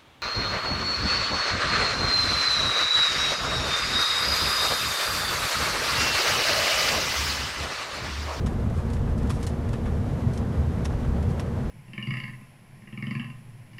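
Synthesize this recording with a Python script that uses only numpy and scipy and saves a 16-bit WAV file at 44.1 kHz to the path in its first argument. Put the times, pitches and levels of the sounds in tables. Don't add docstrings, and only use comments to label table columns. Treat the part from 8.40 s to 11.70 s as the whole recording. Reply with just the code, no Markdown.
import sys
import numpy as np
from scipy.fft import rfft, irfft, next_fast_len
from scipy.io import wavfile
from scipy.ndimage import map_coordinates

SR = 44100
rng = np.random.default_rng(int(sys.argv[2]) if len(sys.argv) > 2 else 0)


def to_wav(sig):
    pcm = np.clip(np.atleast_2d(sig), -1, 1) * 32767
    pcm = np.round(pcm).astype(np.int16)
    wavfile.write(sys.argv[1], SR, pcm.T)


N = 145530


def amp(db):
    return 10 ** (np.asarray(db) / 20)


def unit(x):
    return x / np.sqrt(np.mean(x ** 2) + 1e-20)


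def curve(rows):
    return np.interp(np.arange(N) / SR, *np.transpose(rows))


def wobble(rate):
    return map_coordinates(rng.standard_normal(int(N * rate / SR) + 4), [np.arange(N) * rate / SR])


def filtered(x, response):
    m = next_fast_len(N + 8192)
    return irfft(rfft(x, m) * response(np.fft.rfftfreq(m, 1 / SR)), m)[:N]


def noise(spectrum, resonances=()):
    f, db = np.transpose(spectrum)
    colour = lambda hz: np.interp(np.log(hz + 1), np.log(f + 1), db)
    lift = lambda hz: sum(d / (1 + (2 * (hz - c) / w) ** 2) for c, w, d in resonances)
    return unit(filtered(rng.standard_normal(N), lambda hz: amp(colour(hz) + lift(hz))))


def blow(start, rise, t60):
    t = np.maximum(np.arange(N) / SR - start, 0)
    return (1 - np.exp(-t / rise)) * np.exp(-np.minimum(np.log(1000) * t / t60, 20))


# time_s, pitch_hz
WHINE_PITCH_CURVE = [(0, 232.5), (.65, 233.2), (.9, 234.1), (1.4, 234.1), (1.7, 235.1), (2.2, 235.8),
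                     (2.5, 236.7), (2.85, 236.7), (3.3, 237.8)]
# harmonic_number, level_db
WHINE_PARTIALS = [(1, -41.5), (2, -47)]
# time_s, level_db
HUM_LEVELS = [(0, -32), (.9, -39), (1.25, -46), (1.9, -61), (2.25, -32), (2.7, -33), (3.0, -39), (3.3, -37)]

def engine(hum_ratio=.294, waver_db=1.5, waver_per_s=4):
    whine_cycles = np.cumsum(curve(WHINE_PITCH_CURVE)) / SR

    def tone(ratio):
        waver = amp(waver_db * wobble(waver_per_s))
        return unit(waver * np.sin(2 * np.pi * (ratio * whine_cycles + rng.random())))

    hum = amp(curve(HUM_LEVELS)) * tone(hum_ratio)
    whine = sum(amp(db) * tone(harmonic) for harmonic, db in WHINE_PARTIALS)
    return hum + whine


# start_s, click_db, knock_db, t60_s
FITTING_CLACKS = [(0.061, -43, -45, 0.078), (0.066, -50, -41, 0.14), (0.128, -50, -57, 0.025),
                  (.199, -49.5, -60, .03), (.298, -48, -44, 0.028), (0.5, -48, -49, 0.051),
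                  (0.531, -47.5, -64, 0.12), (0.565, -55, -44, 0.06), (0.778, -51, -51, 0.11),
                  (0.83, -48, -54, 0.026), (.871, -53, -66, 0.093), (0.895, -38, -36, 0.041),
                  (0.902, -38.5, -36.5, 0.092), (1.027, -41.5, -43, 0.11), (1.066, -35.5, -57, 0.053),
                  (1.070, -43.5, -59, 0.12), (1.288, -48, -57, .05), (1.33, -48.5, -39, 0.12),
                  (1.456, -55, -41, 0.15), (1.934, -47, -60, .06), (1.974, -44.5, -47, .06),
                  (2.445, -45, -60, 0.064), (2.4515, -42, -35.5, 0.075), (2.648, -54, -43, .05),
                  (2.826, -51, -64, .06), (2.9965, -40.5, -35, 0.06)]
# frequency_hz, relative_db
CLICK_SPECTRUM = [(600, -18), (2000, -1), (3300, 1.5), (4400, 0.5), (5500, 0), (7500, -2), (10000, -2.5),
                  (12500, -13)]
# frequency_hz, relative_db
KNOCK_SPECTRUM = [(200, -46), (500, 0), (1100, 2), (1700, -1), (2600, -3.5), (4000, -11), (9000, -70)]
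# centre_hz, width_hz, lift_db
FITTING_RESONANCES = [(1040, 230, 6), (1710, 520, 3), (2510, 290, -2.5), (5320, 780, 1.5), (7000, 240, 1.5)]
# middle_s, half_length_s, level_db
FITTING_SCUFFS = [(0.383, 0.028, -57), (0.952, 0.019, -53), (1.014, 0.018, -56.5), (1.96, 0.024, -57),
                  (2.91, 0.014, -59)]

def rattles(rise_s=.0012, chatter_db=1.5, chatter_per_s=430, ticks_per_s=9):
    t = np.arange(N) / SR
    bright = noise(CLICK_SPECTRUM, FITTING_RESONANCES)
    hollow = noise(KNOCK_SPECTRUM, FITTING_RESONANCES)
    chatter = unit(amp(chatter_db * wobble(chatter_per_s)))
    click_power, knock_power = np.zeros(N), np.zeros(N)
    for start, click_db, knock_db, t60 in FITTING_CLACKS:
        strike = blow(start, rise_s, t60)
        click_power += (amp(click_db) * strike) ** 2
        knock_power += (amp(knock_db) * strike) ** 2
    for middle, half_length, db in FITTING_SCUFFS:
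        click_power += amp(db) ** 2 * np.exp(-((t - middle) / half_length) ** 2)
    for when, softness in rng.random((int(ticks_per_s * N / SR), 2)):
        tick_db = -63 - 2 * np.log(softness + 0.21)
        click_power += (amp(tick_db) * blow(when * N / SR, rise_s, t60=.05)) ** 2
    return chatter * (np.sqrt(click_power) * bright + np.sqrt(knock_power) * hollow)


# start_s, level_db
CATCH_SNAPS = [(0.062, -39), (1.976, -40), (2.4538, -28.5), (2.4572, -33), (2.996, -31)]
# frequency_hz, relative_db
SNAP_SPECTRUM = [(400, -15), (1300, -5), (3300, 16.5), (4400, -4), (5500, 15), (6600, 3), (8000, -48),
                 (12500, -38)]

def snaps():
    envelope = sum(amp(db) * blow(start, rise=.00043, t60=.016) for start, db in CATCH_SNAPS)
    return envelope * noise(SNAP_SPECTRUM, FITTING_RESONANCES)


# start_s, level_db, rise_s, t60_s
PANEL_STRIKES = [(.065, -39, .001, .03), (.383, -31, .005, .06), (.674, -32, .005, .05),
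                 (.903, -21.5, .0012, .03), (1.331, -35, .002, .05)]
# pitch_hz, relative_db
PANEL_MODES = [(1090, -4.5), (1215, -4.5), (1660, -16), (2510, -13)]

def panel(pitch_spread=.015):
    t = np.arange(N) / SR
    knocks = np.zeros(N)
    for start, db, rise, t60 in PANEL_STRIKES:
        strike = blow(start, rise, t60)
        for mode_hz, mode_db in PANEL_MODES:
            pitch_hz = mode_hz * (1 + rng.normal(0, pitch_spread))
            knocks += amp(db + mode_db) * strike * np.sin(2 * np.pi * (pitch_hz * t + rng.random()))
    return knocks


# start_s, level_db, pitch_hz
CABIN_BOOMS = [(0.858, -18.5, 81.5), (1.592, -11, 75), (1.867, -16, 96), (2.17, -9, 73.4),
               (2.638, -15, 74.5)]

def bumps(rise_s=.018, t60_s=.17):
    t = np.arange(N) / SR
    return sum(amp(db) * blow(start, rise_s, t60_s) * np.sin(2 * np.pi * hz * (t - start))
               for start, db, hz in CABIN_BOOMS)


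# time_s, level_db
SHUDDER_LEVELS = [(0, -34.5), (.4, -37), (.55, -29.5), (.9, -37), (1.1, -38.5), (1.45, -35), (1.7, -34.5),
                  (2.05, -39), (2.45, -36), (2.7, -30.5), (2.93, -46), (3.2, -42), (3.3, -22.5)]
# frequency_hz, relative_db
SHUDDER_SPECTRUM = [(8, -30), (17, -9), (28, -9), (36, -10), (43.5, 1), (52, -5.5), (70, -17), (110, -54),
                    (300, -120)]
# time_s, relative_db
RUMBLE_LEVELS = [(0, -25), (.2, -25), (.42, -28), (.87, -24), (1.1, -26.5), (1.6, -26.5), (1.8, -25),
                 (1.87, -23), (1.98, -29), (2.03, -26), (2.25, -24), (2.52, -27), (2.58, -28),
                 (2.63, -25.5), (2.85, -24.5), (3.1, -29), (3.2, -24.5), (3.3, -30)]
# frequency_hz, relative_db
RUMBLE_SPECTRUM = [(20, -45), (45, -32), (60, -4.5), (73, 0.5), (100, -2), (125, -6), (155, -6.5),
                   (195, -10), (228, -7.5), (255, -12.5), (290, -22), (450, -40.5), (1000, -120)]
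# centre_hz, width_hz, lift_db
CABIN_RESONANCES = [(76.5, 19, 1), (98, 34, 2.5), (134.2, 13.6, 5.5), (179, 5.3, 3.5), (202, 5.2, 4.5),
                    (275, 11, 4)]
# time_s, level_db
ROAR_LEVELS = [(0, -38.5), (.6, -39), (.92, -38.5), (1.2, -39), (2.0, -38.5), (2.6, -38), (3.3, -39.5)]
# frequency_hz, relative_db
ROAR_SPECTRUM = [(150, -46), (290, -2), (380, 2), (520, -2), (660, -3.5), (850, -8.5), (1100, -10),
                 (1400, -14), (1700, -16), (2500, -23), (4000, -29), (9000, -37.5)]
# frequency_hz, relative_db
HISS_SPECTRUM = [(1000, 22), (2500, 6), (3900, 7), (4600, 3.5), (5600, 11), (7500, 7), (10000, 1),
                 (12500, -40)]

def road(rumble_trim_db=-0.56, flutter_db=0.62, hiss_db=-60.5):
    shudder = amp(curve(SHUDDER_LEVELS)) * noise(SHUDDER_SPECTRUM)
    rumble = amp(curve(RUMBLE_LEVELS) + rumble_trim_db) * noise(RUMBLE_SPECTRUM, CABIN_RESONANCES)
    roar = amp(curve(ROAR_LEVELS) + flutter_db * wobble(rate=25.33)) * noise(ROAR_SPECTRUM)
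    hiss = amp(hiss_db + 0.57 * wobble(rate=6.9)) * noise(HISS_SPECTRUM)
    return shudder + rumble + roar + hiss


def scene(rattle_gain_db=2):
    return (engine() + road() + bumps() + panel() + snaps() + amp(rattle_gain_db) * rattles())[None]


def record(dry, top_hz=12480):
    return np.array([filtered(channel, lambda hz: hz < top_hz) for channel in dry])


dry = scene()
out = record(dry)
to_wav(out)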